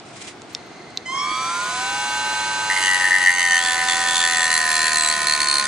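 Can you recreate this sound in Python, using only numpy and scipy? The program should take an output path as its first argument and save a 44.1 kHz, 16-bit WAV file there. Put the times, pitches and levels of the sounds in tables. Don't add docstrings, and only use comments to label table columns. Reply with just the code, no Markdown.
import sys
import numpy as np
from scipy import signal
from scipy.fft import rfft, irfft, next_fast_len
from scipy.io import wavfile
from scipy.ndimage import uniform_filter1d

SR = 44100
rng = np.random.default_rng(int(sys.argv[2]) if len(sys.argv) > 2 else 0)


def magnitude_from_level(level_db):
    exponent = np.asarray(level_db, float) / 20
    return 10 ** exponent


def int16_out(signal):
    q = np.round(np.clip(np.atleast_2d(signal).T, -1, 1) * 32767)
    wavfile.write(sys.argv[1], SR, q.astype(np.int16))


N = 250047
FREE_SPEED = 95.94

# t/s, f/Hz
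CHOP = [(1.05, 1012), (1.11, 1044), (1.17, 1076), (1.23, 1100.6), (1.29, 1123), (1.41, 1163.3),
        (1.53, 1200.5), (1.65, 1235), (1.71, 1252.6)]


def rms_one(x):
    return x / np.sqrt(np.mean(x ** 2) + 1e-20)


def in_time(rows):
    s, *columns = np.transpose(rows)
    return [np.interp(np.arange(N) / SR, s, c) for c in columns]


def at_hz(points):
    size = next_fast_len(N)
    hz = np.maximum(np.arange(size // 2 + 1) * SR / size, 1)
    table_hz, values = np.array(points).T
    return np.interp(np.log(hz), np.log(table_hz), values)


def shaped(x, response):
    size = next_fast_len(N)
    return irfft(rfft(x, size) * response, size)[..., :N]


def drift(rate):
    return np.interp(np.arange(N) * (min(rate, 100) / SR), np.arange(600), 1.2 * rng.standard_normal(600))


def ring(clicks, hz, t60):
    r = magnitude_from_level(-60 / (t60 * SR))
    w = 2 * np.pi * hz / SR
    return signal.lfilter([0, np.sin(w)], [1, -2 * r * np.cos(w), r * r], clicks + 1e-18)


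def worn_pattern(turns, repeat):
    surface = rng.standard_normal(460)
    recurring = np.interp(turns % 1 * 459, np.arange(460), surface)
    repeat = np.clip(repeat, 0, 1)
    return np.sqrt(repeat) * rms_one(recurring) + np.sqrt(1 - repeat) * rng.standard_normal(N)


def gestures(starts, lengths, levels_db, attack, release):
    t, power = np.arange(N) / SR, 1e-12
    for s, length, db in zip(starts, lengths, levels_db):
        rise = np.clip((t - s) / attack, 0, 1)
        decay = np.exp(-np.maximum(t - s - length, 0) / release)
        power = power + (magnitude_from_level(db) * rise * decay) ** 2
    return np.sqrt(power)


def reflections(x, t60):
    t = np.arange(SR // 10) / SR
    tails = rng.standard_normal((2, len(t))) * magnitude_from_level(-60 * t / t60) * (t > .002)
    tails /= np.sqrt(np.sum(tails ** 2, axis=1, keepdims=True))
    return signal.fftconvolve(x[None], tails, axes=1)[:, :N]


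def room_tone():
    # f/Hz, level/dB (per Hz)
    spectrum = [(15, -33), (25, -35), (90, -11.5), (113, -4.5), (303, -3), (344, -0.5), (555, -9.5),
                (715, -2), (897, -10), (1450, -11), (1770, -15), (2060, -14), (2650, -17.5), (4280, -19.5),
                (10300, -33), (13400, -83), (22000, -120)]
    # f/Hz, correlation [0..1]
    likeness = [(60, 0.86), (170, 0.9), (460, 0.83), (1280, 0.66), (3560, 0.3), (9890, 0.17)]
    alike = np.clip(at_hz(likeness), 0, .99)
    colour = magnitude_from_level(at_hz(spectrum))
    mid, side = rng.standard_normal((2, N))
    mid = shaped(mid, colour * np.sqrt(1 + alike))
    side = shaped(side, colour * np.sqrt(1 - alike))
    return magnitude_from_level(-40.5) * rms_one(mid + side * [[1], [-1]])


def cloth():
    # f/Hz, level/dB (per Hz)
    spectrum = [(590, -35), (1000, -32.5), (1980, -9), (2340, -8), (3080, -14), (3360, -11.5),
                (4290, -14.5), (7420, -14.5), (10300, -19.5), (13400, -62), (22000, -120)]
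    # t/s (start), duration/s, level/dB
    strokes = [
        (0.044, 0.13, -48),
        (0.151, 0.16, -38),
        (0.406, .012, -48),
        (0.483, 0.09, -49),
    ]
    fibres = rng.standard_normal((2, N)) * magnitude_from_level(2.5 * drift(90))
    level = gestures(*np.transpose(strokes), attack=.015, release=.0099)
    return level * rms_one(shaped(fibres[0] + 0.76 * fibres[1] * [[1], [-1]], magnitude_from_level(at_hz(spectrum))))


def clicks():
    # t/s, level/dB (peak), f/Hz (main ring), upper ring level/dB, top ring level/dB
    impacts = [
        (0.419, -28.5, 4370, -6, 2),
        (.5493, -12.5, 3640, 6, -7),
        (.905, -43, 5650, 10, -4),
        (0.9734, -4, 4200, -8, -22),
        (1.198, -33, 3600, 8, -3),
    ]
    # t/s (delay), level/dB
    echoes = [(.0008, -4), (.0022, -10), (.0043, -20), (.0089, -23), (.021, -29)]
    # t/s, level/dB (peak), f/Hz
    thumps = [(1.314, -28, 343)]
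    out = np.zeros(N)
    for s, db, hz, upper_db, top_db in impacts:
        snap = magnitude_from_level(db) * (np.arange(N) == round(s * SR))
        out += magnitude_from_level(upper_db) * ring(snap, 1.46 * hz, .003)
        out += magnitude_from_level(top_db) * ring(snap, 7200, .002)
        for delay, echo_db in echoes:
            snap[round((s + delay) * SR)] = magnitude_from_level(db + echo_db)
        out += ring(ring(snap, hz, .0026), hz, .0026) * .16
    out = signal.sosfilt(signal.butter(2, [2500, 8200], "band", fs=SR, output="sos"), out)
    for s, db, hz in thumps:
        knock = signal.lfilter([.1], [1, -.9], magnitude_from_level(db) * (np.arange(N) == round(s * SR)))
        out += ring(knock, hz, 0.064) + 0.63 * ring(knock, 1.74 * hz, .06)
    return out


def standby():
    # f/Hz, bandwidth/Hz, level/dB (rms)
    bands = [(2050, 98, -53), (4200, 260, -55), (6270, 180, -61)]
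    out, white = 0, rng.standard_normal(N)
    for hz, width, db in bands:
        t60 = np.log(1000) / (np.pi * width)
        out = out + magnitude_from_level(db) * rms_one(ring(white, hz, t60))
    return out * np.interp(np.arange(N) / SR, [.45, .55, 1.05, 1.1], [0, 1, 1, 0])


def free_speed():
    zero_throttle_hz, lag_s, breakaway_s = 941, .192, 1.083
    chop = in_time(CHOP)[0]
    throttle = (chop - zero_throttle_hz) / (chop[-1] - zero_throttle_hz)
    aim = FREE_SPEED * throttle * (np.arange(N) > breakaway_s * SR)
    r = np.exp(-1 / (lag_s * SR))
    return signal.lfilter([1 - r], [1, -r], aim)


def loaded_speed():
    # t/s, loss/(turns per s)
    drag = [(2.62, 0.0), (2.8, 0.88), (2.92, 3.24), (3.04, 4.32), (3.16, 3.9), (3.28, 5.34), (3.52, 9.64),
            (3.64, 11.21), (3.76, 11.84), (3.88, 11.07), (4.12, 10.67), (4.48, 13.57), (4.6, 16.1),
            (4.72, 16.85), (5.08, 18.8), (5.32, 20.67), (5.44, 22.48), (5.67, 26.67)]
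    return free_speed() - in_time(drag)[0]


def whine(turns, speed):
    # chopper multiple, shaft multiple, level/dB (standstill), level/dB (free speed)
    lines = [(1, -3, -56.5, -58.5), (1, 0, -59.5, -61), (1, 3, -51.5, -52.5), (2, -3, -73, -67),
             (2, 0, -63.5, -53.5), (2, 3, -63.5, -60.5), (3, -3, -61, -54.5), (3, 0, -62, -74),
             (3, 3, -59, -46.5), (4, -3, -65, -70.5), (4, 0, -66.5, -59), (4, 3, -82, -71),
             (5, -3, -77, -61.5), (5, 0, -54.5, -56), (5, 3, -58, -65), (6, 0, -57.5, -53.2),
             (7, 0, -51, -57), (8, 0, -50, -69.5), (0, 9, -63, -52), (0, 12, -69.5, -82.5),
             (0, 15, -52, -65), (1, 6, -90, -70.5), (2, -6, -87, -75.5)]
    unbalance = (-0.5, 1, -87, -60)
    # f/Hz, bandwidth/Hz, lift level/dB
    housing = [(765, 190, 11), (1016, 251, 17.7), (1200, 530, 7.5), (1437, 480, 9.5), (1997, 680, 25.5),
               (2277, 150, 9.5), (2779, 61, 16.5), (3140, 360, 14), (3291, 590, 9.5), (4140, 150, 16),
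               (4555, 310, 22), (5440, 296, 18), (5960, 396, 13.5), (6440, 311, 13.5)]
    bar_onset_s, bar_swell_s, stall_db = 1.079, 0.072, -15
    small_body_hz, small_body_slope = 670, 16
    t = np.arange(N) / SR
    coarse = slice(None, None, 64)
    chop_hz = in_time(CHOP)[0]
    chop = np.cumsum(chop_hz) / SR
    run_up = free_speed()[coarse] / FREE_SPEED
    moving = 1 - np.exp(-np.maximum(t - bar_onset_s, 0) / bar_swell_s)
    out = 0
    for chop_order, shaft_order, still_db, free_db in lines + [unbalance]:
        k, j = round(chop_order), round(shaft_order)
        hz = (k * chop_hz + j * speed)[coarse]
        db = still_db + (free_db - still_db) * run_up
        db = db + sum(lift / (1 + (2 * (hz - c) / w) ** 2) for c, w, lift in housing)
        if j != 1:
            db = db - small_body_slope * np.log2(np.maximum(small_body_hz / (hz + 1), 1))
        level = magnitude_from_level(np.interp(t, t[coarse], db) + .7 * drift(7))
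        level = level * (moving if j else magnitude_from_level(stall_db * (1 - moving) * (k == 1)))
        cycles = k * chop + j * turns + rng.random()
        wander = .2 * drift(8) + .07 * k * drift(50)
        out = out + level * np.sqrt(2) * np.sin(2 * np.pi * cycles + wander)
    return out * np.clip((t - 1.054) / 0.0065, 0, 1)


def brushes(turns):
    # f/Hz, level/dB (per Hz)
    spectrum = [(290, -65), (500, -17), (789, -15), (851, -11.5), (1340, -12.5), (1560, -11.5),
                (1730, -11.5), (2630, -19), (2870, -17), (3020, -14), (4150, -14.5), (9340, -16),
                (10300, -21.5), (13400, -60), (22000, -120)]
    # t/s, level/dB
    loudness = [(1.05, -59), (1.1, -44.5), (1.3, -35.5), (1.7, -30.5), (2.2, -29.5), (2.7, -29.5),
                (4.0, -28), (5.67, -32)]
    hiss = rms_one(shaped(worn_pattern(turns, repeat=.2), magnitude_from_level(at_hz(spectrum))))
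    return hiss * magnitude_from_level(in_time(loudness)[0]) * (np.arange(N) > 1.05 * SR)


def contact():
    # t/s (start), duration/s, bending squeal level/dB, tip chatter level/dB
    presses = [(2.691, 0.023, -19, -43.5), (2.752, 0.029, -21, -40.5), (2.817, 0.064, -24, -27.5),
               (2.865, 0.053, -25, -37.5), (2.918, 0.039, -23.5, -32.5), (2.994, 0.023, -20, -42.5),
               (3.029, 0.043, -17, -41.5), (3.101, 0.063, -12.5, -41), (3.202, 0.07, -20, -31),
               (3.254, 0.034, -7, -23.5), (3.331, 0.062, -24.5, -28.5), (3.372, 0.1, -17, -28),
               (3.496, 0.087, -18.5, -24.5), (3.612, 0.12, -27.5, -26.5), (3.756, 0.067, -25, -57),
               (3.874, 0.057, -24.5, -23), (3.945, 0.077, -28.5, -32), (4.056, 0.11, -36, -26),
               (4.14, .11, -35.5, -21.5), (4.226, 0.24, -23, -26.5), (4.496, 0.087, -21.5, -22.5),
               (4.594, .1, -24.5, -31.5), (4.696, .19, -26, -22.5), (4.905, .07, -26.5, -24),
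               (4.95, 0.16, -29, -21), (5.117, 0.12, -30, -32), (5.259, 0.078, -29.5, -17.5),
               (5.391, 0.035, -29, -20), (5.465, 0.13, -51.5, -18.5), (5.634, 0.013, -31.5, -25.5)]
    # t/s (from), f/Hz, level/dB (over the chatter)
    grips = np.array([(0, 6160, 0), (3.3, 6280, 4.5), (3.6, 7180, -1.5), (4.36, 7570, 2.5),
                      (4.49, 7400, -6.5), (4.96, 7800, 3), (5.11, 8340, -10.5), (5.48, 8830, -2.5)])
    # t/s, f/Hz
    bend = [(2.7, 1946), (2.76, 2060), (2.85, 1930), (3.05, 1890), (3.18, 1934), (3.29, 1944), (3.36, 2050),
            (3.56, 1920), (3.68, 1930), (3.8, 1974), (4.2, 1850), (4.32, 1936), (4.45, 1840), (4.54, 1920),
            (4.7, 1790), (4.9, 1885), (5.66, 1856)]
    # t/s, f/Hz
    wear = [(3.3, 2950), (3.6, 3080), (3.63, 3480), (4.455, 3500), (4.46, 4060), (4.58, 4200), (4.63, 4400),
            (4.72, 4200), (4.84, 4200), (4.9, 4380), (4.99, 4120), (5.08, 4050), (5.14, 4350), (5.28, 4220),
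            (5.45, 4330), (5.56, 4250), (5.61, 4300), (5.67, 4750)]
    s, length, *levels = np.transpose(presses)
    bend_db, tip_db = [20 * np.log10(np.hypot(magnitude_from_level(rest), gestures(s, length, db, attack=.012, release=.028)))
                       for db, rest in zip(levels, (-35, -40))]
    top_hz, top_db = grips[np.searchsorted(grips[1:, 0], np.arange(N) / SR), 1:].T
    grit_db = -34.5 + 0.41 * (tip_db + 28) + 0.25 * (bend_db + 22)
    return bend_db, in_time(bend)[0], tip_db, in_time(wear)[0], tip_db + top_db, top_hz, grit_db


def grinding(turns, speed):
    # f/Hz, level/dB (per Hz)
    spectrum = [(700, -39.5), (1300, -14), (2300, -14), (3000, -18), (3800, -13.5), (4500, -8.5),
                (5300, -21), (6300, -11.5), (7000, -18.5), (7700, -11.5), (8700, -12.5), (9600, -10),
                (10300, -2), (13400, -35)]
    bend_db, bend_hz, tip_db, tip_hz, top_db, top_hz, grit_db = contact()
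    angle = turns + .729
    turn = np.floor(angle).astype(int)
    since = (angle - turn - .5) / np.maximum(speed, 1)
    luck = rng.standard_normal((600, 13))[turn].T
    modes = [(bend_db, bend_hz, .0013, .0005, .8, 1.3, .25, .003),
             (tip_db - 3, tip_hz, .0012, .0003, 1.05, 1, .45, .009),
             (top_db - 5, top_hz, .0008, .0002, 1.1, 1, 1.0, .015)]
    out = 0
    for k, (db, hz, width, late, before, after, phase_scatter, hz_scatter) in enumerate(modes):
        lag = since - late - 0.00059 * luck[6 + k]
        touch = np.exp(-.5 * (lag / (width * np.where(lag > 0, after, before))) ** 2)
        slip = phase_scatter * luck[k]
        detune = 1 + hz_scatter * luck[9 + k]
        squeal = rms_one(touch * np.sin(2 * np.pi * hz * detune * since + slip))
        out = out + squeal * magnitude_from_level(db + 0.5 * luck[3 + k])
    out = out + 0.06 * ring(out, 1848.0, 0.012) * 2 * np.pi * 1880 / SR
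    touch = .07 + np.exp(-.5 * (since / .0011) ** 2) * magnitude_from_level(1.3 * luck[12])
    grit = rms_one(shaped(touch * worn_pattern(turns, repeat=0.75), magnitude_from_level(at_hz(spectrum))))
    out = out + grit * magnitude_from_level(grit_db + 11.5) + singing(angle)
    return out * np.clip((np.arange(N) / SR - 2.697) / 0.0031, 0, 1)


def singing(angle):
    # t/s (start), duration/s, level/dB (rms)
    tones = [(2.86, .1, -21), (3.173, .07, -25.5), (3.314, 0.14, -22.5), (3.445, 0.11, -19.5),
             (3.633, .12, -25), (3.76, 0.12, -27), (4.028, 0.059, -28), (4.196, .06, -26.5),
             (4.8, 0.094, -31)]
    slips_per_turn = 21
    level = gestures(*np.transpose(tones), attack=0.028, release=0.032) * magnitude_from_level(1.9 * drift(25.21))
    return level * np.sqrt(2) * np.sin(2 * np.pi * slips_per_turn * (angle - .5) + 0.31 * drift(20))


def scene():
    # f/Hz, level/dB (left over right)
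    pan = [(60, -2), (110, 8), (190, 23), (330, 13), (580, -2), (1020, -5), (1800, 0.5), (3180, -1),
           (5610, -1), (9890, -2)]
    # f/Hz, phase/rad (left leads)
    lead = [(0, 0), (2240, -0.35), (3790, -1.4), (4740, 0.61), (5000, -1.33), (5600, -1.84), (6550, -0.87),
            (7320, 1), (8270, -1.39), (10100, -1.85)]
    speed = loaded_speed()
    turns = np.cumsum(speed) / SR
    tool = whine(turns, speed) + brushes(turns) + grinding(turns, speed) + standby()
    half = magnitude_from_level(at_hz(pan) / 2) * np.exp(.5j * at_hz(lead))
    close = np.array([shaped(tool, half), shaped(tool, 1 / half)])
    # f/Hz, level/dB
    scatter = [(500, -10), (1200, -14), (2500, -3.5), (5000, -10.5), (9000, -8.5)]
    scattered = shaped(tool, magnitude_from_level(at_hz(scatter)))
    snaps = clicks()
    close += snaps * magnitude_from_level(np.array([[-.6], [.6]]))
    close += reflections(scattered + magnitude_from_level(-22) * snaps, t60=.06)
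    return close + cloth() + room_tone()


def band_limit(x):
    return signal.sosfilt(signal.butter(12, 15500, fs=SR, output="sos"), x)


def record(dry):
    loud_db = 10 * np.log10(uniform_filter1d(np.mean(dry ** 2, axis=0), SR // 25) + 1e-12)
    fall = 22 * np.arange(N) / SR
    held_db = np.maximum.accumulate(loud_db + fall) - fall
    ducked = dry * magnitude_from_level(-.45 * np.maximum(held_db + 17, 0))
    limited = .9 * np.tanh(ducked / .9)
    body = signal.sosfilt(signal.cheby2(16, 60, 10750, fs=SR, output="sos"), limited)
    hiss_band = signal.butter(3, [13400, 14100], "band", fs=SR, output="sos")
    hiss = signal.sosfilt(hiss_band, rng.standard_normal((2, N)))
    patches = np.clip(np.array([drift(30), drift(30)]) + (loud_db + 26) / 7, 0, 1.3)
    return band_limit(body + hiss * magnitude_from_level(-43) * patches)


dry = scene()
out = record(dry)
int16_out(out)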